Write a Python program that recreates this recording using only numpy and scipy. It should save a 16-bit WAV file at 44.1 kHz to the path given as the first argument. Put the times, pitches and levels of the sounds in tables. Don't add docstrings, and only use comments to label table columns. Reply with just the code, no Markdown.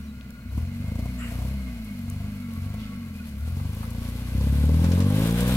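import sys
import numpy as np
from scipy import signal
from scipy.fft import rfft, irfft, next_fast_len
from scipy.io import wavfile
from scipy.ndimage import uniform_filter1d, map_coordinates

SR = 44100
rng = np.random.default_rng(int(sys.argv[2]) if len(sys.argv) > 2 else 0)


def persist_wave(psi):
    counts = np.round(np.clip(psi, -1, 1) * 32767).astype(np.int16)
    wavfile.write(sys.argv[1], SR, np.atleast_2d(counts).T)


N = 245195

# (time [s], firing rate [1/s])
FIRING_RATE = [(0.0, 37.01), (0.456, 28.9), (0.696, 46.78), (0.781, 46.66), (1.094, 63.61), (1.278, 57.9),
               (1.55, 68.19), (2.015, 45.35), (2.282, 52.1), (2.569, 43.51), (2.786, 54.46), (3.362, 33.83),
               (3.676, 51.11), (3.903, 57.08), (4.305, 60.91), (4.393, 67.71), (4.562, 70.44),
               (4.967, 89.47), (5.28, 113.64), (5.56, 128.53)]
CRAWL_HZ = 60
# (start [s], hold [s], load [0-1])
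THROTTLE_PRESSES = [(0.401, 0.24, 0.76), (.73, 0.33, 0.73), (1.198, 0.29, 0.7), (1.98, 0.27, 0.51),
                    (2.489, 0.25, 0.56), (3.298, .42, 0.71), (3.6, .69, 0.66), (4.2, 1.4, 0.86)]
PRESS_S, RELEASE_S = 0.15, 0.065

# (load [0-1], firing order [dB],
# order 1.5 [dB], order 2 [dB], muffler drone [dB], pulse edges [dB], gas rasp [dB])
EXHAUST_BY_LOAD = [(0, -36, -69, -48, -35.5, -58, -66), (.35, -35, -47, -41, -34, -50, -55.5),
                   (.6, -36, -48, -39, -42.5, -45.5, -48.5), (1, -25, -27, -34, -40.5, -38.5, -41)]
HALF_ORDER_DB = 4
# (firing rate [1/s], level over order 1.5 [dB])
THIRD_ORDER = [(40, 1.5), (50, -1.5), (58, -22.5)]
# (frequency [Hz], gain [dB])
BOOM_COLOUR = [(25, -43), (37, -20), (46, -13), (60, 1), (75, 10), (95, 7.5), (118, 0), (160, 9.5),
               (185, 9), (205, 6.5), (250, 3.5)]
PIPE_HZ, PIPE_WIDTH_HZ = 84, 26
RING_FROM_HZ, RING_STEP_HZ = 330, 130

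# (frequency [Hz], gain [dB])
TAILPIPE = [(130, -9.5), (170, -3.5), (205, -2.5), (240, -0.5), (270, -2), (300, -12), (335, -9),
            (390, -29), (440, -9.5), (490, -8), (540, -3.5), (580, -14), (625, -11), (700, -29), (820, -10),
            (930, -37), (1100, -8), (1400, -24)]
# (firing rate [1/s], gain [dB])
EDGE_GROWTH = [(45, -5.5), (62, -3.5), (70, 1.5), (83, 6.5), (98, 10), (110, 10), (128, 8)]
EDGE_DB_PER_OCTAVE = -7.5
EDGE_JITTER, EDGE_SCATTER_DB = 0.0099, 2.08
# (firing rate [1/s], gain [dB])
LIMP_BY_SPEED = [(41, -14), (50, 1)]
# (frequency [Hz], gain [dB])
LIMP_BY_PITCH = [(290, 1.5), (400, -14.5)]
STRONG_CYLINDER_DB = 1.5
# (time [s], accent [dB])
BANGS = [(0.585, 12.5), (.924, 3.5), (0.996, 5), (3.575, 4.5), (4.642, 2.5), (4.694, 0.5)]
BANG_S = 0.0089

# (firing rate [1/s], gain [dB])
RASP_GROWTH = [(30, -14), (55, -0.5), (78, 3), (87, 12), (95, 5.5), (107, 8.5), (128, 11.5)]
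# (frequency [Hz], density [dB per Hz])
GAS_SIDE = [(200, 6), (340, -2.5), (480, -8), (590, -4), (690, 6), (800, -8), (1000, -2.5), (1600, -21),
            (5000, -19), (13000, -20.5)]
# (frequency [Hz], density [dB per Hz])
GAS_BEHIND = [(200, 14), (340, 0), (450, 8.5), (550, 5), (680, -5.5), (1050, 2), (1600, -32), (5000, -12.5),
              (13000, -26.5)]
BARK_S, BARK_DB = 0.35, 3.5
PUFF_SCATTER_DB = 2.8
TURN_FROM_S, TURN_TO_S = 3.45, 3.76

# (centre [Hz], width [Hz], gain of one pass [dB])
CHAMBER = [(138, 38, -4), (202.9, 38.6, -1.5), (233, 41, -.5)]
MUFFLER_HZ = 256
# (firing rate [1/s], turbulent share [0-1])
BLUR = [(35, .5), (42, .13), (64, .06)]
# (firing rate [1/s], gain [dB])
DRONE_GROWTH = [(30, -6.5), (45, -1), (60, -0.5), (92, -5.5), (128, -20)]

# (frequency [Hz], gain [dB])
BAY_COLOUR = [(100, 2.5), (370, 0.5), (480, 6), (800, -4), (1250, -1), (1600, 3.5), (1820, -6.5), (2200, 0),
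              (3200, -8), (5000, -10), (7000, -13), (16000, -24)]
# (centre [Hz], width [Hz], gain [dB])
PANELS = [(624, 64, 1.5), (1131, 32, 3.5), (1394, 54, -13), (2040, 42, 7), (2487, 160, 1.5),
          (2930, 58, 2.5), (3800, 84, -19), (4254, 230, -2)]
# (middle [s], length [s], pitch [Hz], width [Hz], level [dB])
SINGING = [(0.253, 1.9, 1424, 49, -61.5), (.95, 1.4, 2174, 79.6, -57), (1.277, 1.9, 657.5, 59.9, -61),
           (1.85, 1.5, 2163, 89.8, -59.5), (2.5, 0.83, 2197, 148.8, -60.5), (2.68, 1.4, 1370, 110.3, -59),
           (2.767, 0.98, 1104, 50.24, -58), (2.926, 0.53, 2123, 109.5, -56.5),
           (3.47, 0.23, 1414, 109.9, -58), (4.0, 1.6, 1115, 50.05, -64)]
BAY_DB, BAY_LOAD_DB = -50.5, 1
BAY_DB_PER_OCTAVE = 4
WAVER, FLUTTER_DB = 0.0082, 2.3

# (time [s], tread level [dB])
TREAD = [(0.0, -61.5), (0.32, -78), (0.56, -59), (0.71, -62.5), (1.27, -55), (1.36, -54), (1.76, -57),
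         (2.77, -58), (3.02, -60), (3.3, -57.5), (3.7, -53.5), (4.92, -48.5), (5.05, -48), (5.22, -43.5),
         (5.34, -43), (5.56, -41)]
# (frequency [Hz], gain [dB])
EARTH_COLOUR = [(300, 1), (600, 2), (1100, -5.5), (1600, 3), (1850, -4.5), (2200, -3), (3800, -3),
                (5500, -27), (9000, -7.5), (16000, -51)]
# (frequency [Hz], gain [dB])
GRASS_COLOUR = [(1500, -1.5), (3500, 1), (5000, -2.5), (6500, -5.5), (9000, -5), (11300, 1.5),
                (13500, -2.5), (15800, -12)]
GRASS_DB, EARTH_DB = 2.5, 6.5
MUD_FROM_S, MUD_FULL_S = 3.15, 6
STALKS_PER_S, STALK_T60_S, STALK_DB = 14, 0.015, -10.5

# (time [s], level [dB], centre [Hz], width [octaves], 60 dB decay [s])
SNAPS = [(0.2103, -40, 3280, 0.44, 0.017), (0.306, -37, 9000, 1.1, 0.008), (.527, -48, 12500, .4, .025),
         (.574, -51, 12500, .4, .025), (.621, -47, 12500, .4, .025), (1.846, -42, 10300, 0.35, 0.033),
         (2.0999, -28, 9700, 0.55, 0.01), (2.79, -48.5, 3000, 0.63, 0.73), (3.596, -38.5, 985, 0.31, 0.056),
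         (3.615, -52, 950, .45, 0.046), (3.75, -33, 12900, 0.22, 0.0084), (3.829, -38, 1060, 0.41, 0.14),
         (3.865, -38, 750, 0.33, 0.023), (3.905, -39, 10000, 0.76, 0.033), (4.6554, -35, 9800, 0.52, 0.019),
         (4.69, -43, 905, 1, 0.017), (4.842, -37, 1700, 1.06, 0.23), (4.918, -32.5, 2000, 1.4, 0.13),
         (4.975, -32.5, 1030, 0.17, 0.17), (5.003, -33.5, 2180, 1.5, 0.15), (5.309, -32, 3020, 2.36, 0.036),
         (5.406, -24.5, 8100, 1.7, 0.031), (5.479, -28, 11100, 1.09, 0.035)]

# (frequency [Hz], density [dB per Hz])
SKID_COLOUR = [(700, -17), (1200, -1), (2900, -1.5), (3400, -20), (6300, -25), (7600, -8), (9000, -15),
               (14000, -33)]
# (start [s], length [s], start pitch [Hz], end pitch [Hz], width [Hz], level [dB])
SKID_GLIDES = [(1.173, 0.06, 6900, 8100, 1100, -53), (1.184, 0.07, 1142, 1515, 448, -48),
               (1.199, 0.111, 2160, 1940, 499, -48.5), (1.217, 0.051, 2720, 2880, 200, -46.5)]
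SKID_S, SKID_LENGTH_S, SKID_DB = 1.174, 0.088, -44
SKID_ATTACK_S, SKID_RELEASE_S = 0.026, 0.086

# (start [s], length [s], mean pitch [Hz], mean level [dB])
SQUEAKS = [(2.778, 0.11, 4240, -61), (2.795, .03, 920, -56), (2.805, .026, 3440, -54),
           (2.823, 0.03, 2940, -49), (2.833, .03, 3530, -50), (3.144, 0.028, 2430, -48),
           (3.176, 0.044, 2490, -50), (3.195, 0.032, 1450, -50)]
# (start [s], length [s], start pitch [Hz], end pitch [Hz], peak level [dB])
CHIRPS = [(0.023, 0.056, 5850, 5900, -64), (0.063, 0.061, 4020, 3850, -59), (0.345, .03, 3730, 4020, -65),
          (0.38, 0.076, 4270, 4240, -66), (0.488, .03, 3880, 4000, -62)]
# (frequency [Hz], gain [dB])
AIR_COLOUR = [(15, -5), (35, -9), (100, 1.5), (330, -11.5), (1000, -118), (5000, -39.5), (16000, -31)]

# (frequency [Hz], left over right [dB])
PORT_DIFFERENCE = [(60, 1.8), (250, 0.1), (500, 2.5), (1100, -0.5), (1450, 2), (2200, -1), (4000, -1),
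                   (8000, 2), (11500, 16), (16000, 12)]
# (frequency [Hz], correlation [-1 to 1])
CORRELATION = [(100, 0.96), (500, 1), (1000, 0.96), (2000, 0.36), (4000, 0.23), (10000, 0.18)]
TOP_HZ = 15850


def amp(db):
    return 10 ** (np.asarray(db) / 20)


def unit(x):
    return x / np.sqrt(np.mean(x ** 2) + 1e-20)


def clock():
    return np.arange(N) / SR


def along(points, hz):
    f, v = np.transpose(points)
    return np.interp(np.log(hz + 1), np.log(f + 1), v)


def curves(rows):
    s, *cols = np.transpose(rows)
    return [np.interp(clock(), s, c) for c in cols]


def wobble(rate):
    knots = rng.standard_normal(int(N * rate / SR) + 4)
    return map_coordinates(knots, [clock() * rate], order=2)


def swell(start, length):
    return np.sin(np.pi * np.clip((clock() - start) / length, 0, 1))


def noise():
    return rng.standard_normal((2, N))


def crackle(rate, spread_db):
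    size = amp(spread_db * np.minimum(rng.exponential(size=N), 2.8))
    return unit((rng.random(N) < rate / SR) * size * noise())


def filtered(x, response):
    size = next_fast_len(N + SR // 2)
    return irfft(rfft(x, size) * response(np.fft.rfftfreq(size, 1 / SR)), size)[..., :N]


def resonances(modes, hz):
    return sum(amp(db) * 1j * hz * w / (c * c - hz * hz + 1j * hz * w) for c, w, db in modes)


def steady(x):
    power = uniform_filter1d(uniform_filter1d(x ** 2, size=SR // 14), size=SR // 14)
    return x / np.sqrt(np.abs(power) + 1e-12)


def spread(pair, colour):
    def response(hz):
        turn = np.arccos(np.clip(along(CORRELATION, hz), -1, 1)) / 2
        return colour(hz) * np.array([np.cos(turn), np.sin(turn)])
    mid, side = filtered(pair, response)
    return unit(np.array([mid + side, mid - side]))


def coloured(pair, points):
    return spread(pair, lambda hz: amp(along(points, hz)))


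def ringing(pitch_hz, width_hz):
    angle = 2 * np.pi * np.cumsum(pitch_hz) / SR
    pair = [wobble(width_hz) * np.cos(angle) + wobble(width_hz) * np.sin(angle) for _ in range(2)]
    return spread(np.array(pair), np.ones_like)


def throttle():
    t = clock()
    presses = []
    for s, held, load in THROTTLE_PRESSES:
        build_up = np.clip((t - s) / PRESS_S, 0, 1)
        release = np.exp(-np.maximum(t - s - held, 0) / RELEASE_S)
        presses.append(load * build_up * release)
    return np.max(presses, axis=0)


def under_load(load):
    steps, *cols = np.transpose(EXHAUST_BY_LOAD)
    return [np.interp(load, steps, c) for c in cols]


def strong_cylinder(turns):
    return STRONG_CYLINDER_DB * np.cos(np.pi / 2 * (turns - 2.2))


def bangs():
    return sum(db * np.exp(-.5 * ((clock() - s) / BANG_S) ** 2) for s, db in BANGS)


def engine_order(k, speed, turns):
    hz = k * speed
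    ring_lag = (np.maximum(hz - RING_FROM_HZ, 0) / RING_STEP_HZ) ** 2
    pipe_phase = np.arctan2(hz * PIPE_WIDTH_HZ, hz ** 2 - PIPE_HZ ** 2)
    return np.sqrt(2) * np.cos(2 * np.pi * k * turns + pipe_phase - ring_lag)


def exhaust(speed, turns, load):
    first_db, limp_db, second_db, _, edge_db, _ = under_load(load)
    third_db = limp_db + along(THIRD_ORDER, speed)
    orders = [(1 / 2, limp_db + HALF_ORDER_DB), (1, first_db), (3 / 2, limp_db), (2, second_db), (3, third_db)]
    boom = 0
    for k, db in orders:
        boom = boom + amp(db + along(BOOM_COLOUR, k * speed)) * engine_order(k, speed, turns)

    ragged_turns = turns + EDGE_JITTER * wobble(70)
    half_db = along(LIMP_BY_SPEED, speed)
    edges = 0
    for k in np.arange(5, 25) / 2:
        db = along(TAILPIPE, k * speed) + EDGE_DB_PER_OCTAVE * max(np.log2(k) - 2, 0)
        if k % 1:
            db = db + half_db + along(LIMP_BY_PITCH, k * speed)
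        edges = edges + amp(db) * engine_order(k, speed, ragged_turns)
    accent_db = 1.17 * strong_cylinder(turns) + bangs() + EDGE_SCATTER_DB * wobble(60)
    edge_gain = amp(edge_db + along(EDGE_GROWTH, speed) + accent_db)
    return boom * amp(0.46 * wobble(45)) + edges * edge_gain


def firings(turns, limp, first, count):
    return sum(np.cos(np.pi * k * turns) * (limp if k % 2 else 1) for k in range(first, first + count))


def muffler(speed, turns, load):
    drone_db = under_load(load)[3]

    def cutoff(hz):
        return 1 / (1 + (hz / MUFFLER_HZ) ** 20)

    def chamber(hz):
        return resonances(CHAMBER, hz) ** 2 * cutoff(hz)

    pulses = firings(turns, .2, first=5, count=16) * amp(.7 * wobble(40))
    beats = steady(filtered(pulses, chamber))
    swirl = signal.hilbert(filtered(rng.standard_normal(N), chamber))
    pulsed_swirl = np.cos(np.angle(swirl)) * amp(2 * np.cos(2 * np.pi * turns))
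    gas = steady(filtered(pulsed_swirl, cutoff))
    blur = np.clip(along(BLUR, speed), 0, 1)
    drone = np.sqrt(1 - blur) * beats + np.sqrt(blur) * gas
    return amp(drone_db + along(DRONE_GROWTH, speed)) * drone


def rasp(speed, turns, load):
    earlier_load = np.interp(clock() - BARK_S, clock(), load)
    opening = np.maximum(load - earlier_load, 0)
    level_db = under_load(load)[-1] + along(RASP_GROWTH, speed) + BARK_DB * opening + 0.32 * bangs()
    angle = 2 * np.pi * (turns - .1)
    beat_db = 2 * np.cos(angle) + 4 * np.cos(angle / 2) + .7 * strong_cylinder(turns)
    apart = np.interp(speed, [58, 85], [1, .6])
    puff = amp(apart * beat_db + PUFF_SCATTER_DB * wobble(70))
    side = coloured(noise() * puff, GAS_SIDE)
    behind = coloured(noise() * puff, GAS_BEHIND)
    turned = np.interp(clock(), [TURN_FROM_S, TURN_TO_S], [0, 1])
    return amp(level_db) * (np.sqrt(1 - turned) * side + np.sqrt(turned) * behind)


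def engine_bay(speed, turns, load):
    octaves_above_crawl = np.log2(speed / CRAWL_HZ)
    level_db = BAY_DB + BAY_LOAD_DB * load + BAY_DB_PER_OCTAVE * octaves_above_crawl
    taps = amp(1.2 * np.cos(4 * np.pi * turns) + .7 * wobble(40))

    def panel_response(hz):
        return np.sqrt(sum(abs(resonances([mode], hz)) ** 2 for mode in PANELS))

    whir = coloured(noise() * taps, BAY_COLOUR)
    ring = spread(noise() * taps, panel_response)
    out = amp(level_db) * (0.84 * whir + 0.61 * ring)
    for middle, length, hz, width, db in SINGING:
        pitch = hz * (1 + WAVER * wobble(7))
        whine = unit(amp(FLUTTER_DB * wobble(14)) * ringing(pitch, width))
        out = out + amp(db) * swell(middle - length / 2, length) * whine
    return out


def tyres():
    tread_db, = curves(TREAD)
    wet = np.interp(clock(), [MUD_FROM_S, MUD_FULL_S], [0, 1])
    clumps = amp(1.54 * wobble(25) + 0.1 * wobble(70))
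    earth = coloured(noise() + 0.13 * crackle(rate=730, spread_db=11.0), EARTH_COLOUR)
    grass = coloured(noise() + .55 * crackle(rate=600, spread_db=4), GRASS_COLOUR)
    return clumps * amp(tread_db) * (wet * amp(EARTH_DB) * earth + amp(GRASS_DB) * grass)


def stalks():
    tread_db, = curves(TREAD)
    breaks = (rng.random(N) < STALKS_PER_S / SR) * rng.uniform(0.85, 1, N)
    fading = signal.lfilter([1], [1, -amp(-60 / (STALK_T60_S * SR))], breaks)
    ticks = spread(noise() * fading, lambda hz: amp(along(GRASS_COLOUR, hz)) * hz / (hz + 6000))
    return amp(tread_db + STALK_DB) * ticks


def skid():
    scrape = coloured(noise() + .5 * crackle(rate=900, spread_db=5), SKID_COLOUR)
    t = clock() - SKID_S
    attack = np.clip(t / SKID_ATTACK_S, 0, 1)
    release = np.exp(-np.maximum(t - SKID_LENGTH_S, 0) / SKID_RELEASE_S)
    out = amp(SKID_DB) * attack * release * scrape
    for s, length, start_hz, end_hz, width, db in SKID_GLIDES:
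        pitch = np.interp(clock(), [s, s + length], [start_hz, end_hz])
        out = out + amp(db) * swell(s, length) * ringing(pitch, width)
    return out


def squeaks():
    out = np.zeros(N)
    for s, length, hz, db in SQUEAKS:
        pitch = hz * (1 + 0.0053 * wobble(100))
        out += amp(db + 3.1 * wobble(60)) * swell(s, length) * np.sin(2 * np.pi * np.cumsum(pitch) / SR)
    return out


def snaps():
    out = np.zeros((2, N + SR))
    t = np.arange(SR // 8) / SR
    octave = np.log2(np.fft.rfftfreq(len(t), 1 / SR) + 1)
    for s, db, hz, width, t60 in SNAPS:
        band = np.exp(-.5 * ((octave - np.log2(hz)) / width) ** 2)
        burst = unit(irfft(rfft(rng.standard_normal((2, len(t)))) * band, len(t)))
        out[:, round(s * SR):][:, :len(t)] += amp(db - 2.5 - 60 * t / t60) * burst
    return out[:, :N]


def ports(car, lag=0.00013):
    def response(hz):
        gains = amp(np.outer([.5, -.5], along(PORT_DIFFERENCE, hz)))
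        balanced = gains / np.sqrt(np.mean(gains ** 2, axis=0))
        return balanced * np.exp(1j * np.pi * lag * np.outer([1, -1], hz))
    return filtered(car, response)


def bird():
    song = np.zeros(N)
    for s, length, start_hz, end_hz, db in CHIRPS:
        glide = np.interp(clock(), [s, s + length], [start_hz, end_hz])
        pitch = glide * (1 + 0.0117 * wobble(89.3))
        song += amp(db) * swell(s, length) * np.sin(2 * np.pi * np.cumsum(pitch) / SR)
    return song


def open_air():
    return amp(-49.5) * coloured(noise(), AIR_COLOUR)


def scene():
    speed, = curves(FIRING_RATE)
    turns = np.cumsum(speed) / SR - 1.1
    load = throttle()
    engine = sum(part(speed, turns, load) for part in (exhaust, muffler, rasp, engine_bay))
    ground = tyres() + stalks() + skid() + squeaks() + snaps()
    return ports(engine + ground) + bird() + open_air()


def record(dry):
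    return filtered(dry, lambda hz: hz < TOP_HZ)


dry = scene()
out = record(dry)
persist_wave(out)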